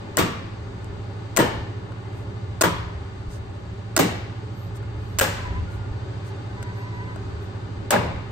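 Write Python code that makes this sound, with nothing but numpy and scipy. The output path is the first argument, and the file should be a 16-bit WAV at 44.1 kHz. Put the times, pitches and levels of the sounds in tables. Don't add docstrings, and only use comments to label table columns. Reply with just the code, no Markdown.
import sys
import numpy as np
from scipy import signal
from scipy.fft import rfft, irfft, next_fast_len
from scipy.io import wavfile
from scipy.ndimage import uniform_filter1d

SR = 44100
rng = np.random.default_rng(int(sys.argv[2]) if len(sys.argv) > 2 else 0)


def transcribe(u):
    v = np.clip(np.atleast_2d(u).T, -1, 1)
    q = np.round(v * 32767).astype(np.int16)
    wavfile.write(sys.argv[1], SR, q)


N = 366471

# frequency in Hz, relative level in dB.
CLICK_COLOUR = [(900, -25), (1500, -16.5), (2800, -10), (5200, -9), (8100, -1.5), (9200, -15.5), (10600, 8),
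                (11700, -15), (13500, -15.5), (15400, -18), (16500, -37)]
# frequency in Hz, left minus right in dB.
NEAR_BALANCE = [(60, 5), (110, -11), (200, 3.5), (380, -8), (700, 3.5), (1290, 6.5), (2380, 1), (4400, -15),
                (8120, 6.5), (15000, -7)]


def click(count, tilt):
    rise_s, crack_t60_s, rattle_t60_s, rattle_db = .0011, .007, .028, -15
    port_lag_s = np.array([[.00007], [0]])
    t = np.arange(count) / SR
    hz, noise = wash(count, CLICK_COLOUR, NEAR_BALANCE)
    noise = irfft(noise * undb(at(tilt, hz))) * np.minimum(t / rise_s, 1)
    crack = noise[0] * 1000. ** (-t / crack_t60_s)
    crack = irfft(rfft(crack) * np.exp(-2j * np.pi * hz * port_lag_s))
    rattle = undb(rattle_db) * noise * 1000. ** (-t / rattle_t60_s)
    burst = crack + rattle
    return burst / abs(burst).max()


# start in seconds, click peak in dB
# before panning, skin ring over the click in dB, pitch the skin favours there in Hz.
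MAGNET_HITS = [(.1700, 0, -19, 1890), (.1765, -14, 4.5, 990), (1.3640, -8, -11, 2830),
               (1.3705, 3.5, -21, 2000), (1.3773, -5, -3, 1020), (1.389, -16, 5.5, 336),
               (1.404, -17.5, 6.5, 1020), (2.6103, -2.5, -9, 1400), (2.6140, -1, -10, 624),
               (2.6203, 2, -11, 1100), (2.638, -17.5, 8.5, 1420), (2.6425, -16, 3, 1070),
               (2.655, -22, 6, 1900), (3.9643, 1.5, -19, 1400), (3.9672, -5, -7.5, 1400),
               (3.9757, 1, -11.5, 336), (3.994, -16, 4.5, 420), (5.1865, -5, -15, 2900),
               (5.1915, 0, -24, 2900), (5.1970, -1, -15, 1650), (5.211, -17, 6, 1660),
               (7.9063, 0.5, -11.5, 1680), (7.9095, -5, -10, 1690), (7.9148, -5.5, -7.5, 640),
               (7.938, -19, 8, 1000), (7.962, -22, 7, 1650)]
LIGHT_TICKS = [(0.844, -32, -13, 1900), (1.9194, -43, 12, 1100), (4.7686, -38, -16, 1900),
               (4.828, -38, 2, 1400), (6.6272, -21.5, -9.5, 1760), (7.16, -32, 4.5, 640),
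               (8.0474, -35, 4, 640)]
# frequency in Hz, gain in dB.
TICK_TILT = [(1000, 3), (3000, 4.5), (14000, -8)]
# pitch in Hz, relative level in dB, T60 in seconds.
SKIN_MODES = [(334, -4.5, 0.034), (482, -5.5, .03), (630, 1, 0.022), (1070, 0, 0.016), (1420, -3, 0.026),
              (1636, -8, 0.037), (1930, -10, 0.035), (2952, -19, 0.048)]


def door_contacts(hits, tilt):
    out, count = np.zeros((2, N)), 2048
    hz = np.arange(count // 2 + 1) * SR / count
    attack = np.minimum(np.arange(count) / (.002 * SR), 1)
    for start, peak_db, skin_db, spot_hz in hits:
        modes = [(f, db + 7.5 * near(f, spot_hz, width_oct=.18), t60) for f, db, t60 in SKIN_MODES]
        skin = ring(modes, count, scatter_db=3) * attack
        skin = irfft(rfft(skin / abs(skin).max()) * sides(at(NEAR_BALANCE, hz)))
        pan_db = 2 + 6 * rng.standard_normal()
        hit = click(count, tilt) + undb(skin_db) * skin
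        add(out, start, undb(peak_db) * sides(pan_db)[:, None] * hit)
    return out


# pitch in Hz, relative level in dB, T60 in seconds.
BOOM_MODES = [(167.9, -6.5, 0.49), (248, -14, 0.15), (322, -8, 0.18), (390, -14, 0.3), (466, -15, 0.2),
              (535, -8, 0.15), (669, -17, 0.3), (795, -17, .3), (920, -13, 0.25), (1095, -15, 0.75),
              (1155, -15, .5), (1390, -16, .3), (1650, -12, 0.35), (1960, -19, 0.36), (2220, -18, .4),
              (2530, -21, .35), (2750, -22, 0.25), (3035, -21, 0.45)]


def boom_ring(count, boost_db, late, main_hz, main_t60):
    split = .012
    modes = [(f, db + boost_db(f), t60 * (main_t60 / t60) ** near(f, main_hz))
             for f, db, t60 in BOOM_MODES]
    detuned = lambda ratio: [(f * ratio, db, t60) for f, db, t60 in modes]
    lower = ring(detuned(1 - split / 2), count, scatter_db=3.5, late=late)
    upper = ring(detuned(1 + split / 2), count, scatter_db=.5, late=late)
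    return np.array([1.2 * lower + .5 * upper, .5 * lower + .8 * upper])


# start in seconds, level in dB, bass, low mids and treble over
# the mids in dB, rise in seconds, bass lag at 170 Hz in seconds, decay stretch factor, ring in dB,
# main favoured pitch in Hz, its boost in dB and T60 in seconds, a second favoured pitch in Hz and
# its boost in dB.
BOOM_CUES = [(.182, -22, 10, 4, 2, 0.011, .016, 1, -2, 314, 14.5, 0.17, 1150, 4.8),
             (1.385, -21.5, 8.5, 8.5, 0.5, 0.021, 0.0074, 1.03, -2.5, 316, 9.1, 0.25, 940, 4),
             (2.634, -23, 3, 2.5, 0.5, 0.005, .013, 1.01, -5, 169, 12, 0.7, 1125, 9.1),
             (3.989, -22.5, 8.5, 8, 3.5, 0.009, .022, 1.06, -5, 380, 13.5, 0.21, 170, 7),
             (5.209, -24, -6, 0, 3.5, 0.004, 0.022, 1.32, -2, 537, 17.6, 0.16, 1650, 3.4),
             (7.918, -20, 3, 4, -4.5, 0.011, .045, 1.17, -7.5, 556, 8.8, 0.52, 884, 5.3)]
# frequency in Hz, relative level in dB.
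BOOM_COLOUR = [(47, -32.5), (80, -14), (312, -8), (426, -10.5), (951, -9.5), (1860, -13.5), (3390, -19.5),
               (5530, -26), (8270, -24.5), (9040, -24), (10100, -33.5), (13800, -22), (15400, -28),
               (16500, -46)]
# frequency in Hz, T60 in seconds.
BOOM_DECAY = [(100, 0.38), (300, 0.55), (1000, 0.72), (3000, 0.85), (7000, 0.44), (13000, 0.14)]


def ringing_boom():
    out, t = np.zeros((2, N)), np.arange(32768) / SR
    noise_share = .7
    swell = lambda span: np.clip(t / span, 0, 1) ** .32
    punch = 1 + undb(2) * 1000. ** (-t / .21)
    for (start, level_db, bass_db, low_db, treble_db, rise, bass_lag, stretch, ring_db,
         main_hz, main_db, main_t60, second_hz, second_db) in BOOM_CUES:
        tilt = [(170, bass_db), (420, low_db), (1200, 0), (6000, treble_db), (13000, 1.6 * treble_db)]
        main = lambda f: main_db * near(f, main_hz)
        second = lambda f: second_db * near(f, second_hz)
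        late = lambda f: bass_lag * min(170 / f, 1.5) ** 1.73
        hz, noise = wash(len(t), BOOM_COLOUR, BALANCE)
        noise = noise * undb(at(tilt, hz) + noise_share * second(hz))
        noise = noise * ripple(hz, width_hz=60, patchy_db=2.5)
        tail = sum(irfft(noise * weights) * fade(t, late(f), stretch * at(BOOM_DECAY, f))
                   for f, weights in bands(hz, per_octave=1))
        favoured = irfft(noise * (undb(noise_share * main(hz)) - 1)) * fade(t, late(main_hz), main_t60)
        body = (tail + favoured) * punch * swell(rise)
        boost_db = lambda f: ring_db + .4 * at(tilt, f) + main(f) + second(f)
        tones = boom_ring(len(t), boost_db, late, main_hz, main_t60) * swell(rise + .01)
        add(out, start, undb(level_db) * (body + tones))
    return out


# midpoint in seconds, half-length in seconds, band centre in Hz,
# bandwidth in Hz, level at the midpoint in dB.
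FINGER_RUBS = [(2.186, .1, 8900, 9000, -62), (3.34, 0.067, 6840, 11100, -50),
               (4.62, 0.11, 12130, 1500, -61), (4.765, 0.024, 8950, 8950, -50.5),
               (5.107, 0.19, 10800, 7000, -66), (5.737, .07, 8900, 9000, -59),
               (6.277, 0.049, 7880, 9870, -54.5), (6.8, 0.08, 11000, 7930, -63),
               (6.962, 0.044, 12000, 5000, -73), (7.44, 0.054, 10900, 6860, -64)]


def finger_rubs():
    out = np.zeros((2, N))
    for middle, half_length, centre_hz, width_hz, level_db in FINGER_RUBS:
        count = 2 * int(half_length * SR)
        grain = rng.standard_normal((2, count)) * undb(3 * rng.standard_normal(count))
        hz = np.arange(count // 2 + 1) * SR / count
        rub = irfft(rfft(grain) * np.exp(-(2 * (hz - centre_hz) / width_hz) ** 2))
        add(out, middle - half_length, undb(level_db) * rub / rub.std() * np.hanning(count))
    return out


# start in seconds, pitch in Hz, peak in dB.
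HAND_BUMPS = [(3.275, 71.4, -19.5), (5.2, 45.27, -25), (5.901, 55.5, -23)]


def hand_bumps():
    out = np.zeros((2, N))
    for start, hz, peak_db in HAND_BUMPS:
        t = np.arange(int(1.5 * SR / hz)) / SR
        thump = -np.sin(2 * np.pi * hz * t) * np.hanning(len(t))
        add(out, start, undb(peak_db) * np.array([thump, thump]))
    return out


# pitch in Hz, base level in dB, level waver in dB.
HUM_TONES = [(97, -38, 1.5), (111, -36, 1.5), (124, -45, 2.5), (167, -51, 3)]
# time in seconds, gain in dB.
HUM_RIDE = [(0, -7.5), (1.3, 0), (2, 1), (3.5, -4), (4.7, 1), (6, 1.5), (7.3, 0), (8.31, 0)]


def machine_hum():
    t, hum = np.arange(N) / SR, np.zeros(N)
    for hz, db, waver_db in HUM_TONES:
        level = np.sqrt(2) * undb(db + waver_db * walk(6.1))
        pitch = hz * (1 + .00497 * walk(3))
        hum += level * np.sin(2 * np.pi * (np.cumsum(pitch) / SR + rng.random()))
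    ride = undb(np.interp(t, *np.transpose(HUM_RIDE)))
    return hum * ride * sides(-2.27)[:, None]


# start and end in seconds, pitch in Hz, level in dB, upper octave relative
# to that in dB, waver as a share of the pitch.
FAR_WHINES = [(5.34, 5.66, 1000, -43, -9, .03), (5.62, 5.92, 1427, -49, -30, .006),
              (6.46, 6.9, 980, -47, -3, .008), (6.8, 7.18, 1000, -45, -4, .02),
              (5.95, 7.7, 1525, -59, -30, .006), (6.25, 6.6, 850, -52, -30, .015),
              (5.65, 5.92, 865, -53, -30, .01)]


def far_whines():
    t, out = np.arange(N) / SR, np.zeros((2, N))
    fade_s, stereo_phase_rad = .09, np.array([[0], [1.5]])
    for start, end, hz, db, octave_db, waver in FAR_WHINES:
        gate = np.clip(np.minimum(t - start, end - t) / fade_s, 0, 1)
        phase = 2 * np.pi * np.cumsum(hz * (1 + waver * walk(90))) / SR + stereo_phase_rad
        tone = np.sin(phase) + undb(octave_db) * np.sin(2 * phase)
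        flutter = 1 + .55 * walk(40)
        out += gate * undb(db) * flutter * tone
    return np.sqrt(2) * out


# frequency in Hz, relative level in dB.
AIR_COLOUR = [(20, -24.5), (40, -16.5), (60, -14.5), (105, -10.5), (140, -12), (200, -18), (300, -14.5),
              (500, -17.5), (800, -23), (1000, -22), (1300, -25.5), (1550, -23.5), (1800, -29),
              (3400, -37.5), (4200, -36), (5500, -45), (8600, -48), (9600, -70.5), (14000, -62.5),
              (16000, -85)]
# centre in Hz, width in Hz, gain in dB.
AIR_RESONANCES = [(180.2, 35.7, 9), (318, 14, 4), (519, 13, 2), (812, 51, 6.5), (2950, 280, 2),
                  (4100, 240, -0.5), (4600, 530, 2)]
# time in seconds, level in dB.
RUMBLE_RIDE = [(0, -40.5), (2.1, -40), (3, -41), (4.8, -40), (5.7, -35.5), (6.4, -41), (7.2, -39),
               (8.31, -39.5)]
RUSH_RIDE = [(0, -38.5), (2.3, -39), (3.4, -39.5), (5.1, -39), (6.8, -38), (8.31, -38.5)]


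def air_noise():
    t, count = np.arange(N) / SR, 2 * next_fast_len(N // 2 + 1)
    hz, noise = wash(count, AIR_COLOUR, BALANCE)
    resonance_db = sum(db / (1 + (2 * (hz - f) / width) ** 2) for f, width, db in AIR_RESONANCES)
    noise = noise * ripple(hz, width_hz=39.87, patchy_db=3) * undb(resonance_db)
    parts = [(f, irfft(noise * weights)[:, :N] * undb(.75 * walk(5)))
             for f, weights in bands(hz, per_octave=.95)]
    rumble = sum(part for f, part in parts if f < 70)
    rush = sum(part for f, part in parts if f > 70)
    rumble_db = np.interp(t, *np.transpose(RUMBLE_RIDE)) + 2.5 * walk(9)
    rush_db = np.interp(t, *np.transpose(RUSH_RIDE))
    return rumble / rumble.std() * undb(rumble_db) + rush / rush.std() * undb(rush_db)


# frequency in Hz, left-right correlation from -1 to 1.
CORRELATION = [(60, 0.9), (130, 0.94), (290, 0.75), (640, 0.15), (1410, -0.014), (3100, -0.16),
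               (6820, 0.32), (15000, 0.0066)]
# frequency in Hz, left minus right in dB.
BALANCE = [(60, -0.5), (110, 2.5), (200, -2.5), (380, 2), (700, 1.5), (1290, 2.5), (2380, 2), (4400, -0.5),
           (8120, -1), (15000, 1)]


def wash(count, colour, balance):
    hz = np.arange(count // 2 + 1) * SR / count
    mid, side = rfft(rng.standard_normal((2, count)))
    alike = np.clip(at(CORRELATION, hz), -.95, .99)
    mid, side = mid * np.sqrt(1 + alike), side * np.sqrt(1 - alike)
    gain = undb(at(colour, hz))
    gain = gain / np.sqrt(2 * np.mean(gain ** 2))
    return hz, np.array([mid + side, mid - side]) * gain * sides(at(balance, hz))


def ring(modes, count, scatter_db, late=lambda f: 0):
    t, out = np.arange(count) / SR, np.zeros(count)
    for f, db, t60 in modes:
        strength, polarity, detune = rng.standard_normal(3)
        tone = np.sign(polarity) * np.sin(2 * np.pi * f * (1 + .0097 * detune) * t)
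        out += undb(db + scatter_db * strength) * tone * fade(t, late(f), t60)
    return out


def fade(t, late, t60):
    return np.minimum(t / (late + 1 / SR), 1) ** 2 * 1000. ** (-np.maximum(t - late, 0) / t60)


def ripple(hz, width_hz, patchy_db):
    knots = rng.standard_normal(int(SR / 2 / width_hz) + 2)
    return undb(patchy_db * np.interp(hz / width_hz, np.arange(len(knots)), knots))


def near(f, spot_hz, width_oct=.2):
    return np.exp(-(np.log2(np.maximum(f, 1) / spot_hz) / width_oct) ** 2)


def bands(hz, per_octave):
    octave = np.log2(np.maximum(hz, 1))
    for centre in np.arange(4, 14.6, 1 / per_octave):
        yield 2 ** centre, np.clip(1 - abs(octave - centre) * per_octave, 0, 1)


def walk(rate):
    hold = int(SR / rate)
    steps = np.repeat(rng.standard_normal(N // hold + 1), hold)
    return 1.3 * uniform_filter1d(uniform_filter1d(steps, hold), hold)[:N]


def undb(db):
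    return 10 ** (np.asarray(db) / 20)


def at(table, hz):
    f, values = np.transpose(table)
    return np.interp(np.log(np.maximum(hz, 1)), np.log(f), values)


def sides(db):
    return undb(np.array([db, -db]) / 2)


def add(out, start, sound):
    i = int(start * SR)
    out[:, i:i + sound.shape[1]] += sound[:, :N - i]


def scene():
    snaps = door_contacts(MAGNET_HITS, tilt=[(1, 0)])
    ticks = door_contacts(LIGHT_TICKS, TICK_TILT)
    foreground = snaps + ticks + ringing_boom() + finger_rubs() + hand_bumps()
    return foreground + machine_hum() + far_whines() + air_noise()


def record(dry):
    notch_hz, notch_width_hz, notch_db, top_hz = 10570, 920, -24.5, 15900
    count = 2 * next_fast_len(N // 2 + 1)
    hz = np.arange(count // 2 + 1) * SR / count
    notch = undb(notch_db * np.exp(-((hz - notch_hz) / notch_width_hz) ** 4))
    heard = irfft(rfft(dry, count) * notch)[:, :N]
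    lowpass = signal.ellip(8, .2, 70, top_hz, fs=SR, output="sos")
    return signal.sosfilt(lowpass, np.tanh(heard))


dry = scene()
out = record(dry)
transcribe(out)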